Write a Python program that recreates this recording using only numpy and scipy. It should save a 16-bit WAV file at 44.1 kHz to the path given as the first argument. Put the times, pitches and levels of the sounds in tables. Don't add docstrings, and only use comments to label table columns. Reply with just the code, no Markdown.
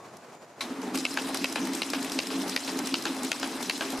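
import sys
import numpy as np
from scipy import signal
from scipy.fft import rfft, irfft
from scipy.io import wavfile
from scipy.ndimage import uniform_filter1d

SR = 44100
rng = np.random.default_rng(int(sys.argv[2]) if len(sys.argv) > 2 else 0)


def gain_from_db(level_db):
    decades = np.asarray(level_db, float) / 20
    return 10 ** decades


def store_wav(level_fs):
    pcm = np.round(np.clip(np.atleast_2d(level_fs), -1, 1) * 32767)
    wavfile.write(sys.argv[1], SR, pcm.T.astype(np.int16))


N = 176400

SWITCH_S = 0.607

# start in seconds, level in dB, pitch in Hz.
FIRST_STOP = [
    (1.052, -9.5, 2430),
    (1.4431, -7.5, 2830),
    (1.8191, -9.5, 2740),
    (2.1895, -10, 2400),
    (2.563, -8, 2510),
    (2.9414, -9, 2600),
    (3.317, -9.5, 2380),
    (3.697, -6.5, 2060),
]
# frequency in Hz, level in dB.
SECOND_BODY = [(120, -37), (200, 1), (1590, 1.5), (2090, -14.5), (3180, -3.5), (4750, -9), (7220, -18),
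               (11400, -22), (15500, -45)]
# frequency in Hz, level in dB.
RUMBLE = [(300, -19), (500, -3), (800, -0.5), (1300, -7), (2200, -11), (4000, -48)]
# frequency in Hz, likeness from 0 to 1.
SAME = [(60, 0.27), (180, 0.99), (550, 0.98), (1650, 0.84), (4970, 0.81), (15000, 0.64)]


def evened(x):
    return x / np.sqrt(np.mean(x ** 2) + 1e-20)


def read(points, hz):
    f, value = np.transpose(points)
    return np.interp(np.log(hz + 1), np.log(f + 1), value)


def curve(points, t):
    return np.interp(t, *np.transpose(points))


def add(mix, s, sound):
    part = mix[:, round(s * SR):][:, :sound.shape[1]]
    part += sound[:, :part.shape[1]]


def resonate(x, hz, width):
    turn = np.exp(2j * np.pi * hz * np.arange(x.shape[-1]) / SR)
    r = np.exp(-np.pi * width / SR)
    return 2 * (turn * signal.lfilter([1 - r], [1, -r], x / turn)).real


def colour(x, body, same):
    hz = np.fft.rfftfreq(x.shape[1], 1 / SR)
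    likeness = np.clip(read(same, hz), 0, 1)
    a, b = rfft(x, axis=1)
    mid = np.sqrt((1 + likeness) / 2) * a
    side = np.sqrt((1 - likeness) / 2) * b
    pair = np.array([mid + side, mid - side]) * gain_from_db(read(body, hz))
    return evened(irfft(pair, x.shape[1], axis=1))


def grainy(grain_db, grain_s):
    flicker = evened(uniform_filter1d(rng.standard_normal(N), max(round(grain_s * SR), 2)))
    return rng.standard_normal((2, N)) * gain_from_db(grain_db * flicker)


def knock(db, hz, body, t60, ring_db, width, rise):
    t = np.arange(4096) / SR
    noise = colour(rng.standard_normal((2, len(t))), body, SAME)
    noise = noise + gain_from_db(ring_db) * evened(resonate(noise, hz, width))
    burst = gain_from_db(-60 * (t / t60) ** 1.64) * np.minimum(t / rise, 1) * noise
    burst = signal.sosfilt(signal.butter(2, 350, "high", fs=SR, output="sos"), burst)
    return gain_from_db(db) * burst / abs(burst).max()


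def since_stop(t):
    starts = np.array([0.643] + [row[0] for row in FIRST_STOP])
    return t - starts[np.maximum(np.searchsorted(starts, t) - 1, 0)]


def shop():
    # frequency in Hz, level in dB.
    shop_body = [(15, -51), (25, -40), (64, -39), (101, -14), (136, -7.5), (684, -4.5), (3260, -23.5),
                 (6920, -25), (15500, -41.5)]
    # frequency in Hz, likeness from 0 to 1.
    shop_same = [(60, 0.98), (380, 0.98), (2380, 0.71), (15000, 0.5)]
    # frequency in Hz, width in Hz, level in dB.
    shop_lines = [(4021, 60, -80), (4850, 80, -80), (6804, 10, -70)]
    t = np.arange(N) / SR
    floor = gain_from_db(-48) * colour(grainy(grain_db=2.56, grain_s=0.036), shop_body, shop_same)
    clang_hz, clang_db, clang_t60 = 1110, -50, 0.61
    clang = gain_from_db(clang_db - 60 * t / clang_t60) * np.sin(2 * np.pi * clang_hz * t)
    white = rng.standard_normal((2, N))
    whines = sum(gain_from_db(db) * evened(resonate(white, hz, w)) for hz, w, db in shop_lines)
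    return floor + clang + whines


def motor():
    # time in seconds, level in dB.
    load = [(0.62, -48), (0.66, -39.5), (0.88, -33.5), (0.9, -45), (0.95, -27.5), (1.06, -40.5),
            (1.76, -31.5), (1.79, -39.5), (2.52, -34.5), (2.58, -48), (2.84, -31), (2.91, -46), (2.93, -37),
            (3.2, -40.5), (3.25, -30.5), (3.3, -46.5), (3.52, -39), (4.0, -38.5)]
    # seconds after the first stop, level in dB.
    grip = [(0, 4), (.02, -5), (.11, 1), (.14, 3.5), (.3, 0.5), (.34, 0), (.38, 7)]
    # frequency in Hz, width in Hz, level in dB.
    case_modes = [(192.4, 10.3, -11.5), (266.6, 23.4, 0.5), (330.3, 8.8, -5.5), (407, 11.8, -10),
                  (429, 14.4, -10)]
    # frequency in Hz, level in dB.
    whirr_body = [(15, -54), (25, -51), (55, -51), (175, -27), (260, -4.5), (482, -24), (848, -18),
                  (11200, -41.5), (15500, -55)]
    mesh_hz, teeth, spin_up_s, spin_from = 266, 10, .25, .88
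    t = np.arange(N) / SR
    on = np.clip((t - SWITCH_S) / 0.037, 0, 1)
    speed = 1 - (1 - spin_from) * np.exp(-np.maximum(t - SWITCH_S, 0) / spin_up_s)
    wobble = evened(uniform_filter1d(uniform_filter1d(rng.standard_normal(N), 900), 900))
    turns = np.cumsum(mesh_hz * speed * (1 + 0.0284 * wobble)) / SR
    throb = 1 + .2 * np.cos(2 * np.pi * turns / teeth)
    rattle = rng.standard_normal(N)
    case = sum(gain_from_db(db) * evened(resonate(resonate(rattle, hz, w), hz, 3 * w)) for hz, w, db in case_modes)
    hum = evened(evened(case) + gain_from_db(-1) * np.sin(2 * np.pi * turns))
    hum_db = curve(load, t) + curve(grip, since_stop(t)) * (t > FIRST_STOP[0][0])
    whirr = gain_from_db(-41.5) * colour(grainy(grain_db=1.5, grain_s=.004), whirr_body, SAME)
    return on * (throb * hum * gain_from_db(hum_db) + whirr)


def crackle():
    snaps_per_s = 800
    size = gain_from_db(3.6 * np.minimum(rng.exponential(1, N), 4)) * (rng.random(N) < snaps_per_s / SR)
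    fading = signal.lfilter([1], [1, -.96], size)
    return evened(fading * rng.standard_normal((2, N)))


def patchy(x, patch_db):
    z = signal.stft(x, nperseg=256)[2]
    field = rng.standard_normal(z.shape[1:])
    field = uniform_filter1d(uniform_filter1d(field, size=9, axis=0), size=7, axis=1)
    return evened(signal.istft(z * gain_from_db(patch_db * evened(field)), nperseg=256)[1][:, :N])


def paper():
    # seconds after the first stop, level in dB.
    slide = [(0, 3), (.05, -8), (.11, -17), (.118, 6.5), (.16, 2.5), (.2, -1), (.23, 3.5), (.3, 3),
             (.38, -20.5)]
    # seconds after the first stop, level in dB.
    scrape_db = [(0, 8.5), (.11, 4.5), (.125, 8), (.2, 5), (.23, 7), (.27, 2.5), (.31, 9.5), (.38, 4.5)]
    # time in seconds, level in dB.
    feed_in = [(.62, -9), (.8, -27), (.83, -11), (.93, -20), (.95, -1.5), (1.04, -4.5)]
    # frequency in Hz, level in dB.
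    hiss_body = [(530, -25), (900, -6), (1580, -3.5), (2220, -1.5), (4080, 0), (4440, -3.5), (4770, 0.5),
                 (10800, -8), (15500, -21)]
    # frequency in Hz, width in Hz, level in dB.
    plates = [(2580, 120, -24.5), (4100, 74, -16.5), (5200, 550, -20), (7840, 310, -23.5)]
    t = np.arange(N) / SR
    since = since_stop(t)
    feed_db = curve(feed_in, t) - 60 * (t < SWITCH_S)
    rumble = colour(grainy(grain_db=2.0, grain_s=.006), RUMBLE, SAME)
    rumble = rumble * gain_from_db(-43.5 + curve(slide, since) + 0.31 * feed_db)
    fibres = grainy(grain_db=0.5, grain_s=.006) + gain_from_db(-7) * crackle()
    scrape = patchy(colour(fibres, hiss_body, SAME), patch_db=2.5)
    ringing = sum(gain_from_db(db) * evened(resonate(scrape, hz, w)) for hz, w, db in plates)
    hiss = (scrape + ringing) * gain_from_db(-43 + curve(scrape_db, since) + feed_db)
    return rumble + hiss


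def switch():
    # frequency in Hz, level in dB.
    switch_body = [(120, -34), (200, 5), (497, -37), (1010, -5), (3360, -8.5), (4100, 0.5), (4840, -13),
                   (9310, -16), (15500, -29)]
    # frequency in Hz, level in dB, 60 dB decay in seconds.
    switch_ring = [(1100, 2, 0.14), (2306, -1, 0.083), (4040, -4, 0.16), (4300, -14, .07)]
    out = np.zeros((2, N))
    t = np.arange(8192) / SR
    add(out, SWITCH_S, knock(-18.5, 2200, switch_body, t60=.06, ring_db=-8, width=200, rise=0.00069))
    ring = sum(gain_from_db(db - 60 * t / t60) * np.sin(2 * np.pi * hz * t) for hz, db, t60 in switch_ring)
    add(out, SWITCH_S + .002, gain_from_db(-29.5) * np.array([ring, ring]) / abs(ring).max())
    return out


def air_puffs():
    # start in seconds, level in dB.
    puffs = [
        (.95, -52),
        (1.045, -57),
        (1.44, -57),
        (1.74, -55),
        (1.82, -59),
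        (2.11, -53.5),
        (2.18, -54),
        (2.56, -53),
        (3.69, -56),
        (3.975, -47),
    ]
    out = np.zeros((2, N))
    puff_hz = 45
    t = np.arange(round(1.5 * SR / puff_hz)) / SR * puff_hz / 1.28
    for s, db in puffs:
        push = np.sin(3 * np.pi * t) * np.sin(np.pi * t) ** 2
        add(out, s, gain_from_db(db) * push * np.array([[1], [rng.uniform(0.17, 1)]]))
    return out


def tray_knocks():
    # start in seconds, level in dB.
    knocks = [
        (.945, -22),
        (1.345, -22.5),
        (3.977, -29.5),
    ]
    out = np.zeros((2, N))
    for s, db in knocks:
        add(out, s, knock(db, 780, SECOND_BODY, t60=.03, ring_db=-3, width=700, rise=0.0006))
    return out


def flaps():
    # start in seconds, level in dB, pitch in Hz.
    flap_rows = [
        (0.829, -27.5, 859),
        (0.867, -34, 719),
        (1.29, -27, 775),
        (2.789, -28.5, 740),
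        (2.843, -38, 1050),
        (3.239, -37, 786),
        (3.601, -29.5, 1380),
    ]
    out = np.zeros((2, N))
    for s, db, hz in flap_rows:
        add(out, s, knock(db - 2.0, hz, RUMBLE, t60=0.074, ring_db=-5, width=86, rise=0.0025))
    return out


def edge_ticks():
    # start in seconds, level in dB.
    nip_ticks = [(1.14, -25.5), (1.484, -37), (1.524, -21), (1.8632, -32), (1.9005, -21.5), (2.2313, -28.5),
                 (2.269, -22), (2.6035, -31), (2.646, -25.5), (2.982, -30.5), (3.0226, -24.5),
                 (3.357, -32.5), (3.397, -24), (3.7357, -33), (3.776, -25.5)]
    # start in seconds, level in dB, pitch in Hz.
    crease_ticks = [(1.2703, -28, 2800), (1.2885, -28, 4090), (1.6707, -21, 2010), (2.0264, -24, 4700),
                    (2.045, -24, 2490), (2.4174, -25.5, 3590), (2.7706, -28, 4900), (2.7887, -20.5, 5560),
                    (3.1652, -29, 2150), (3.5399, -47, 2080), (3.902, -24.5, 4050), (3.9212, -29, 2050)]
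    # start in seconds, level in dB, pitch in Hz.
    feed_ticks = [(0.168, -39, 5800), (0.816, -34, 5100), (0.943, -33, 2680), (0.9543, -20, 2600),
                  (0.9737, -21, 5040), (1.356, -35, 5100), (1.3706, -22, 4970), (1.733, -24.5, 5300),
                  (1.7489, -21.5, 7460), (2.096, -26, 3470), (2.1182, -21, 4870), (2.4794, -25.5, 4300),
                  (2.494, -20, 5450), (2.857, -26.5, 7950), (2.871, -21, 5200), (3.2312, -23, 7800),
                  (3.247, -22.5, 7840), (3.6112, -32.5, 5340), (3.626, -24, 3570), (3.9894, -31, 4770)]
    # start in seconds, level in dB, pitch in Hz.
    flap_ticks = [
        (0.9829, -34, 4070),
        (1.218, -25.5, 4100),
        (1.3441, -16.5, 2470),
        (1.6515, -28, 4520),
        (2.3974, -30, 3150),
        (3.1461, -30, 3960),
        (3.4734, -28, 4010),
        (3.8514, -36, 4070),
        (3.9737, -30, 2710),
    ]
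    # frequency in Hz, level in dB.
    tick_body = [(300, -2), (1500, -2.5), (4000, -4), (9000, -1), (13000, -7), (15500, -37)]
    out = np.zeros((2, N))
    nips = [(s, db, 5200) for s, db in nip_ticks]
    for ticks in (nips, crease_ticks, feed_ticks, flap_ticks):
        for s, db, hz in ticks:
            add(out, s, knock(db + 0.35, hz, tick_body, t60=.016, ring_db=-2.5, width=550, rise=0.0015))
    return out


def strike(db, modes):
    contact_s, bounce_s, bounce_db = .0004, .0031, -2.5
    t = np.arange(2048) / SR
    contact = np.exp(-t / contact_s) * (rng.standard_normal((2, len(t))) * [[1], [.3]])
    contact[0, 0] += 5
    delay = round(bounce_s * rng.uniform(0.866, 1.0) * SR)
    bounce = np.roll(contact * rng.choice([-1, 1], (2, 1)), delay, axis=1)
    mid, side = contact + gain_from_db(bounce_db) * bounce
    drive = np.array([mid + side, mid - side])
    ring = np.zeros_like(drive)
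    for k, (hz, w, level_db) in enumerate(modes):
        detune, lift = rng.standard_normal(2)
        mode = resonate(drive, hz * (1 + 0.014 * detune), w) / np.sqrt(w)
        ring += (-1) ** k * gain_from_db(level_db + 2.1 * lift) * mode
    ring = signal.sosfilt(signal.butter(2, 450, "high", fs=SR, output="sos"), ring)
    return gain_from_db(db) * ring / abs(ring).max()


def wall_return(slaps):
    wall_s, wall_db = .011, -7.5
    dull = signal.sosfilt(signal.butter(1, [1300, 7000], "band", fs=SR, output="sos"), slaps)
    return gain_from_db(wall_db) * np.roll(dull, round(wall_s * SR), axis=1)


def second_stop():
    # start in seconds, level in dB.
    second_slaps = [
        (1.173, -12.5),
        (1.558, -14.5),
        (1.934, -15),
        (2.3035, -24),
        (2.677, -21.5),
        (3.054, -13),
        (3.43, -15.5),
        (3.8089, -15.5),
    ]
    # frequency in Hz, width in Hz, level in dB.
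    second_modes = [(600, 370, -6.5), (910, 270, -2.5), (1607, 150, -1.5), (2540, 270, -0.5),
                    (3100, 460, -5), (4130, 380, -5), (4720, 360, -6), (6200, 1700, -12)]
    slaps, rattle = np.zeros((2, 2, N))
    for s, db in second_slaps:
        add(slaps, s, strike(db - 0.5, second_modes))
        add(slaps, s, knock(db - 3, 1500, SECOND_BODY, t60=.022, ring_db=-16, width=600, rise=.0005))
        late = knock(db - 10, 2530, SECOND_BODY, t60=0.054, ring_db=4, width=440, rise=0.0045)
        add(rattle, s + .011, late)
    return slaps, rattle


def first_stop():
    # frequency in Hz, width in Hz, level in dB.
    first_modes = [(1360, 170, -9), (2120, 470, -3.5), (2700, 380, 0.5), (3410, 510, -4), (3910, 720, -1),
                   (4850, 440, -3), (6070, 910, -9), (9800, 4700, -10.5)]
    # frequency in Hz, level in dB.
    first_body = [(120, -53), (200, 7), (1090, 1), (1590, -4.5), (2750, 5.5), (4030, -3.5), (10800, -25),
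                  (12500, -28), (15500, -43)]
    slaps = np.zeros((2, N))
    for s, db, hz in FIRST_STOP:
        add(slaps, s, strike(db, first_modes))
        add(slaps, s, knock(db - 3.5, hz, first_body, t60=.018, ring_db=-12, width=500, rise=0.0008))
    return slaps


def scene():
    second_slaps, rattle = second_stop()
    slaps = first_stop() + second_slaps
    sheets = slaps + wall_return(slaps) + rattle
    sheets = sheets + air_puffs() + tray_knocks() + flaps() + edge_ticks()
    left_db = 1.3
    close = (sheets + switch() + paper()) * gain_from_db([[left_db / 2], [-left_db / 2]])
    return close + motor() + shop()


def roll_off(x):
    return signal.sosfilt(signal.butter(12, 15900, fs=SR, output="sos"), x)


def record(dry):
    power_db = 10 * np.log10(abs(uniform_filter1d((dry ** 2).mean(0), 60, origin=29)) + 1e-12)
    fall = np.arange(N) * 306.0 / SR
    held_db = np.maximum.accumulate(power_db + fall) - fall
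    over_db = np.maximum(held_db + 24.5, 0)
    ducked = dry / gain_from_db(0.62 * uniform_filter1d(over_db, 120, origin=59))
    ceiling = .27
    ducked = ceiling * np.tanh(ducked / ceiling)
    top = signal.firwin(127, 15300, window=("kaiser", 7), fs=SR)
    return roll_off(signal.oaconvolve(ducked, top[None], "same"))


dry = scene()
out = record(dry)
store_wav(out)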